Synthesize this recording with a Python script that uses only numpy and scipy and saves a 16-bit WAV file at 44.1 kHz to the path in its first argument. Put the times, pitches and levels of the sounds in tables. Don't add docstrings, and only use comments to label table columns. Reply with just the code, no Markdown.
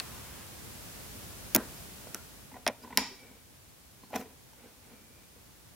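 import sys
import numpy as np
from scipy import signal
from scipy.fft import rfft, irfft
from scipy.io import wavfile
from scipy.ndimage import uniform_filter1d

SR = 44100
rng = np.random.default_rng(int(sys.argv[2]) if len(sys.argv) > 2 else 0)


def store_wav(level_fs):
    pcm = np.round(np.clip(np.atleast_2d(level_fs), -1, 1) * 32767)
    wavfile.write(sys.argv[1], SR, pcm.T.astype(np.int16))


def boost_factor(decibels):
    exponent = np.asarray(decibels, float) / 20
    return 10 ** exponent


N = 253575


def evened(x):
    return x / np.sqrt(np.mean(x ** 2) + 1e-20)


def read(points, hz):
    f, value = np.transpose(points)
    return np.interp(np.log(hz + 1), np.log(f + 1), value)


def add(mix, s, sound):
    part = mix[..., round(s * SR):][..., :sound.shape[-1]]
    part += sound[..., :part.shape[-1]]


def resonate(x, peaks):
    out = np.zeros_like(x)
    for k, (hz, width, db) in enumerate(peaks):
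        b, a = signal.iirpeak(hz, hz / width, SR)
        out += (-1) ** k * boost_factor(db) * signal.lfilter(b, a, x)
    return out


def side_gain(same):
    same = np.clip(same, 0, 1)
    return np.sqrt((1 - same) / (1 + same))


def pair(count, same):
    mid, side = rng.standard_normal((2, count))
    side = side * side_gain(same)
    return np.array([mid + side, mid - side])


def stroke(peak_s, length):
    share, peak = np.arange(0, length, 1 / SR) / length, 0.5
    db = -18.5 * np.maximum(1 - share / peak, (share - peak) / (1 - peak))
    return peak_s - peak * length, db


# [f/Hz, level/dB per Hz]
HISS_COLOUR = [(200, 1), (1000, 1.5), (3000, 1.5), (6000, 1), (10000, 0.5), (15500, -0.5)]


def hiss():
    hz = np.fft.rfftfreq(N, 1 / SR)
    return evened(irfft(rfft(pair(N, 0.025)) * boost_factor(read(HISS_COLOUR, hz)) * (hz < 15900), N))


# [f/Hz, level/dB per Hz]
RUMBLE_COLOUR = [(25, -70), (40, -7), (50, 0), (90, 0), (227, -6.5), (330, -10), (1000, -17.5),
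                 (4000, -30.5)]
# [f/Hz, likeness/share]
RUMBLE_LIKENESS = [(60, 0.54), (150, 0.33), (500, 0.16)]


def rumble():
    hz = np.fft.rfftfreq(N, 1 / SR)
    mid, side = rfft(rng.standard_normal((2, N))) * boost_factor(read(RUMBLE_COLOUR, hz))
    side = side * side_gain(read(RUMBLE_LIKENESS, hz))
    lumps_db = 0.77 * evened(uniform_filter1d(rng.standard_normal(N), 3000))
    return evened(irfft([mid + side, mid - side], N)) * boost_factor(lumps_db)


# [f/Hz, level/dB]
WHINE_TONES = [(10000, -18), (5540, -22.5)]


def whine():
    t = np.arange(N) / SR
    return sum(boost_factor(db) * np.sin(2 * np.pi * f * t) for f, db in WHINE_TONES)


# [t/s, level/dB]
RECORDER_GAIN = [(0.0, -50), (0.5, -52), (0.9, -50.5), (1.8, -51), (2.1, -53), (2.45, -57), (2.64, -60.5),
                 (3.0, -60), (3.4, -61), (5.75, -61)]


def background():
    s, gain_db = np.transpose(RECORDER_GAIN)
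    gain = boost_factor(np.interp(np.arange(N) / SR, s, gain_db))
    return gain * (boost_factor(2.0) * (hiss() + whine()) + boost_factor(1.5) * rumble())


# [f/Hz, width/Hz, level/dB]
VENT = [(1020, 570, -0.5), (1700, 1000, -1.5), (2570, 980, -4)]


def fan():
    t = np.arange(N) / SR
    end_s, sag_db, fade_db = 0.455, -3, -250
    db = -56 + sag_db * t + fade_db * np.maximum(t - end_s, 0)
    return evened(resonate(pair(N, 0.73), VENT)) * boost_factor(db)


# [f/Hz, t60/s]
ROOM_T60 = [(150, 0.37), (500, 0.29), (1500, 0.39), (4000, 0.49), (7000, 0.41), (12000, 0.17)]
# [f/Hz, share]
ROOM_LIKENESS = [(300, 0.99), (2500, 0.49), (5000, 0.13), (10000, -0.41)]


def room(x):
    slots = np.arange(200, SR // 2, 20)
    at = slots + rng.integers(0, 20, (2, len(slots)))
    taps = np.zeros((2, SR // 2 + 20))
    np.put_along_axis(taps, at, rng.choice([-1., 1.], at.shape), 1)
    hz, t, z = signal.stft(taps, SR, nperseg=256)
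    z = z + read(ROOM_LIKENESS, hz)[:, None] * z[::-1]
    decay = boost_factor(-60 * t / read(ROOM_T60, hz)[:, None])
    tail = signal.istft(z * decay, SR, nperseg=256)[1]
    return signal.fftconvolve(x[None], tail / np.linalg.norm(tail[0]), axes=1)[:, :N]


# [peak t/s, length/s, level/dB, f/Hz]
SQUEAK_STROKES = [
    (2.834, 0.038, -56.5, 5000),
    (3.219, .45, -60.5, 2295),
    (4.048, .08, -65, 4250),
    (4.981, 0.39, -69, 2320),
    (5.17, .35, -67, 2370),
]


def squeaks():
    out = np.zeros(N)
    for peak_s, length, level_db, hz in SQUEAK_STROKES:
        start, db = stroke(peak_s, length)
        peak = [(hz, 0.065 * hz, 0)]
        tone = evened(resonate(resonate(rng.standard_normal(SR), peak), peak))
        add(out, start, boost_factor(level_db + db) * tone[:len(db)])
    return out


# [peak t/s, length/s, rub level/dB, fizz level/dB]
SLIDE_STROKES = [(2.577, 0.32, -58.5, -80), (2.835, 0.059, -59, -59), (2.85, 0.17, -53, -78),
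                 (2.937, 0.17, -51, -75), (3.252, .6, -59.5, -88), (4.039, 0.056, -57.5, -66),
                 (4.135, 0.074, -48.5, -57), (4.161, 0.062, -35, -46.5), (4.185, .12, -50, -51),
                 (4.21, .09, -45, -54), (4.292, .25, -60.5, -80), (4.651, .3, -56, -80),
                 (4.92, .4, -58, -85), (5.198, 0.47, -66, -87)]
# [f/Hz, width/Hz, level/dB]
RUB_BODY = [(247, 23, 13), (477, 106, 7), (850, 320, -2), (1450, 114, -0.5), (2200, 650, -7),
            (4100, 710, -15.5)]
# [f/Hz, width/Hz, level/dB]
FIZZ_BODY = [(5150, 900, 5.5), (7350, 2100, 3), (11700, 6000, 0.5), (14200, 2000, 7)]


def slides():
    out = np.zeros((2, N))
    for peak_s, length, rub_db, fizz_db in SLIDE_STROKES:
        start, db = stroke(peak_s, length)
        count = len(db)
        grit = evened(uniform_filter1d(rng.standard_normal(SR), size=90))[:count]
        rub = evened(resonate(boost_factor(1.3 * grit) * pair(SR, 0.98)[:, :count], RUB_BODY))
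        fizz = evened(resonate(boost_factor(2.2 * grit) * pair(SR, 0.49)[:, :count], FIZZ_BODY))
        add(out, start, rub * boost_factor(rub_db + db) + fizz * boost_factor(fizz_db + db))
    return out


# [t/s, level/dB, t60/s]
SHUDDER_HITS = [
    (1.549, -28, 0.29),
    (2.144, -43.5, 0.15),
]
# [f/Hz, width/Hz, level/dB]
SHUDDER_BODY = [(261, 93, -2.5), (397, 120, 1), (570, 330, -4.5), (1020, 400, -9.5), (1500, 260, -4.5)]


def shudders():
    out, t = np.zeros((2, N)), np.arange(SR // 2) / SR
    lowpass = signal.butter(2, 1800, fs=SR, output="sos")
    for s, db, t60 in SHUDDER_HITS:
        dull = signal.sosfilt(lowpass, resonate(pair(len(t), 1.0), SHUDDER_BODY))
        rattle = boost_factor(-60 * t / (0.23 * t60))
        hum = boost_factor(-4.5 - 60 * t / t60)
        rise = np.minimum(t / 0.0043, 1)
        add(out, s, evened(dull) * boost_factor(db) * rise * (rattle + hum))
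    return out


# [f/Hz, level/dB, t60/s]
DESK_MODES = [(216, -12, 0.17), (248, -5.5, 0.13), (308, -29.5, 0.03), (105.4, -17, 0.1)]
# [f/Hz, level/dB, share of t60]
FIXED_BOARD_MODES = [(992, -7.5, 0.92), (1910, -7.5, 0.52), (2454, -16.5, 0.72)]


def knocks(rows, ring_s, desk_share, room_db):
    near, far, t = np.zeros(N), np.zeros(N), np.arange(8000) / SR
    puffs = evened(resonate(rng.standard_normal((len(rows), len(t))), RUB_BODY))
    spots = rng.uniform(-1, 1, (len(rows), len(DESK_MODES)))
    for (s, db, hz, desk_db), spot, puff in zip(rows, spots, puffs):
        t60 = ring_s * (740 / hz) ** 0.82
        board = boost_factor(db - 13.0 - 60 * t / (2.0 * t60)) * puff
        for f, d, share in [(hz, 0, 1)] + FIXED_BOARD_MODES:
            board += boost_factor(db + d - 60 * t / (t60 * share)) * np.sin(2 * np.pi * f * t)
        desk = np.zeros(len(t))
        for (f, d, ring), u in zip(DESK_MODES, spot):
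            level = boost_factor(desk_db + d + 3.0 * u - 60 * t / (ring * desk_share))
            desk += level * np.sin(2 * np.pi * f * (1 + u / 30) * t)
        contact_s = 0.0018 * boost_factor(-.35 * (db + 16.5))
        sound = board * np.minimum(t / contact_s, 1)
        sound += desk * np.minimum(t / 0.0026, 1)
        add(near, s, sound)
        add(far, s, boost_factor(room_db) * sound)
    return near, far


# [t/s, level/dB, board f/Hz, desk level/dB]
SHIFTS = [(4.034, -39.5, 1034, -44), (4.103, -42, 940, -49), (4.107, -40, 780, -56),
          (4.13, -29.5, 638, -57), (4.139, -23, 816, -55), (4.147, -28.5, 850, -39),
          (4.152, -24.5, 730, -41), (4.160, -20, 740, -35), (4.170, -39, 507, -36), (4.194, -41, 487, -33),
          (4.209, -35, 440, -50), (4.221, -37, 480, -55), (4.256, -41.5, 444, -68),
          (4.531, -43.5, 914, -68), (4.933, -65, 500, -43), (5.016, -67, 499, -47.5),
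          (5.101, -51, 494, -50.5), (5.361, -48, 480, -53)]


def shift_knocks():
    return knocks(SHIFTS, ring_s=0.026, desk_share=1, room_db=-12.5)


# [t/s, level/dB, board f/Hz, desk level/dB]
TOUCHES = [(2.516, -37, 880, -64), (2.527, -60, 400, -44), (2.541, -35, 1980, -62), (2.542, -39, 960, -59),
           (2.555, -36.5, 775, -54.5), (2.564, -34, 723, -63), (2.837, -38.5, 957, -57),
           (2.846, -35.5, 1005, -47), (2.859, -63, 605, -45), (2.875, -37, 955, -47),
           (2.904, -35, 850, -46), (2.911, -39, 935, -52), (2.926, -30.5, 2000, -60),
           (2.928, -33.5, 970, -40), (2.962, -44, 990, -42)]


def aiming_touches():
    return knocks(TOUCHES, ring_s=0.03, desk_share=1, room_db=-12)


# [t/s, level/dB, board f/Hz, desk level/dB]
TAPS = [
    (2.069, -28.5, 610, -43),
    (2.145, -23, 1450, -40),
    (2.153, -19.5, 1400, -52),
]


def nail_taps():
    return knocks(TAPS, ring_s=0.01, desk_share=0.69, room_db=-9.5)


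# [t/s, level/dB, board f/Hz, desk level/dB]
LATCH_BLOWS = [
    (1.149, -51, 504, -37.5),
    (1.5495, -27.5, 330, -28),
    (1.555, -23, 1000, -17.5),
    (1.5635, -22.5, 642, -24),
    (1.578, -33, 327, -39),
    (1.602, -35.5, 364, -51),
]


def latch_knocks():
    return knocks(LATCH_BLOWS, ring_s=0.035, desk_share=0.97, room_db=-14.5)


# [t/s, level/dB, board f/Hz, desk level/dB]
PUSHES = [
    (2.6646, -21.5, 980, -31),
    (2.667, -14.5, 680, -38),
    (2.6795, -22, 630, -38),
    (2.688, -21.5, 830, -34.5),
    (2.697, -26, 566, -37.5),
]


def push_knocks():
    return knocks(PUSHES, ring_s=0.023, desk_share=0.9, room_db=-19)


# [t/s, level/dB, board f/Hz, desk level/dB]
SEAT_BLOWS = [
    (2.977, -21.5, 965, -25.5),
    (3.015, -32, 830, -31),
    (3.11, -42, 395, -56),
    (3.31, -49, 454, -43.5),
]


def seat_knocks():
    return knocks(SEAT_BLOWS, ring_s=0.036, desk_share=0.81, room_db=-6)


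def snaps(rows, peaks, same, crack_db, room_db):
    near, far, t = np.zeros((2, N)), np.zeros(N), np.arange(2048) / SR
    hz = np.fft.rfftfreq(len(t), 1 / SR)
    octaves = np.log2(np.clip(hz, 700, 16000) / 4000)
    small = hz ** 2 / (hz ** 2 + 900 ** 2)
    for s, db, fade_ms, bright_db in rows:
        burst = pair(len(t), same) * np.exp(-t * 1000 / fade_ms) * np.minimum(t / .0001, 1)
        burst[:, 4] += 2.5
        z = rfft(burst)
        smooth = np.sqrt(uniform_filter1d(abs(z) ** 2, size=15))
        burst = irfft(z / smooth, len(t))
        blow = (t == 0) * np.linalg.norm(burst[0])
        burst = np.vstack([burst, blow])
        ring = resonate(burst, peaks) + boost_factor(crack_db) * burst
        ring = irfft(rfft(ring) * boost_factor(bright_db * octaves) * small, len(t))
        ring *= np.linspace(1, 0, len(t)) ** 2
        ring *= boost_factor(db) / abs(ring[:2].mean(0)).max()
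        add(near, s, ring[:2])
        add(far, s, boost_factor(room_db) * ring[2])
    return near, far


# [t/s, level/dB, fade/ms, brightness/dB per octave]
NAIL_CLICKS = [
    (2.1458, -20, 1.1, 0),
    (4.1035, -43, 1.4, 8),
    (4.1585, -24, 1.2, -3.5),
    (4.162, -29.5, 2.0, -4),
    (4.201, -38, 2.0, 6),
    (4.533, -49, 1.5, -2),
]
# [f/Hz, width/Hz, level/dB]
NAIL_RING = [(1600, 690, 0.5), (5760, 330, 8.5), (8300, 3900, -2.5), (12300, 3400, -1), (14400, 1500, -6)]


def nail_snaps():
    return snaps(NAIL_CLICKS, NAIL_RING, same=0.68, crack_db=-25, room_db=-27)


# [t/s, level/dB, fade/ms, brightness/dB per octave]
SLOT_CLICKS = [
    (0.0003, -18.5, 0.48, 0),
    (0.003, -27.5, 1.5, -10.5),
    (0.010, -42, 2, -19),
]
# [f/Hz, width/Hz, level/dB]
SLOT_RING = [(1840, 480, -3), (2650, 220, 1), (4250, 650, 5), (9100, 720, -5), (12100, 3300, -16)]


def slot_snaps():
    return snaps(SLOT_CLICKS, SLOT_RING, same=0.31, crack_db=-35, room_db=-25)


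# [t/s, level/dB, fade/ms, brightness/dB per octave]
PLUG_CLICKS = [
    (2.6653, -13, 0.41, -3),
    (2.6668, -18.5, 3.0, -5.5),
    (2.6755, -19, 3.3, 3.5),
    (2.6777, -11.5, 0.4, 1.5),
    (2.6800, -27, 3.2, -1.5),
    (2.6848, -26, 1.3, -5),
]
# [f/Hz, width/Hz, level/dB]
PLUG_RING = [(1550, 1100, 5.5), (2380, 470, 11.5), (3420, 430, 7.5), (5500, 510, 7), (6900, 480, -5.5),
             (9700, 390, 3), (13700, 4000, -17)]


def plug_snaps():
    return snaps(PLUG_CLICKS, PLUG_RING, same=0.91, crack_db=-23, room_db=-29)


# [t/s, level/dB, fade/ms, brightness/dB per octave]
SEAT_CLICKS = [
    (2.9736, -1, 0.34, 1.1),
    (2.9745, -10, 1, 4.5),
    (2.9762, -20, 3, -5),
    (2.985, -20, 0.88, -22),
    (2.990, -37, 1.06, 9),
    (2.998, -28, 2.5, -2),
]
# [f/Hz, width/Hz, level/dB]
SEAT_RING = [(1950, 570, 3), (3160, 540, 1), (3860, 210, 2.5), (4920, 460, 7), (5460, 510, 4.5),
             (7050, 220, 2.5), (9650, 650, -11.5), (10680, 380, 0.5), (12400, 2600, -12)]


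def seat_snaps():
    return snaps(SEAT_CLICKS, SEAT_RING, same=0.86, crack_db=-13.5, room_db=-9)


# [t/s, level/dB, fade/ms, brightness/dB per octave]
CARD_CLICKS = [
    (1.5478, -10.5, 1.5, 0),
    (1.5486, -4, 0.5, 0.5),
    (1.5505, -13, 2.4, 1.5),
    (1.5528, -13, 1.1, 1),
    (1.5550, -22.5, 5, -9.5),
    (1.5615, -8, .8, 1),
    (1.5622, -7, 0.52, 1.5),
]
# [f/Hz, width/Hz, level/dB]
CARD_RING = [(2720, 2400, -3), (3820, 970, -15), (5060, 690, -1), (6920, 420, 4.5), (9170, 780, -1),
             (12300, 1900, 3), (14940, 660, 9.5)]


def card_snaps():
    return snaps(CARD_CLICKS, CARD_RING, same=0.85, crack_db=-16.5, room_db=-38)


def scene():
    parts = [shift_knocks(), aiming_touches(), nail_taps(), latch_knocks(), push_knocks(), seat_knocks(),
             nail_snaps(), slot_snaps(), plug_snaps(), seat_snaps(), card_snaps()]
    direct = sum(near for near, far in parts)
    to_room = sum(far for near, far in parts)
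    handling = direct + slides() + shudders() + squeaks()
    return background() + fan() + room(to_room) + handling


def top_cut(x):
    return signal.sosfilt(signal.butter(12, 15900, fs=SR, output="sos"), x)


def record(dry):
    ceiling, edge_hz = 0.95, 16600
    rounded = ceiling * np.tanh(dry / ceiling)
    lowpass = signal.firwin(255, edge_hz, window=("kaiser", 9), fs=SR)
    limited = signal.oaconvolve(rounded, lowpass[None], "same")
    return top_cut(limited)


dry = scene()
out = record(dry)
store_wav(out)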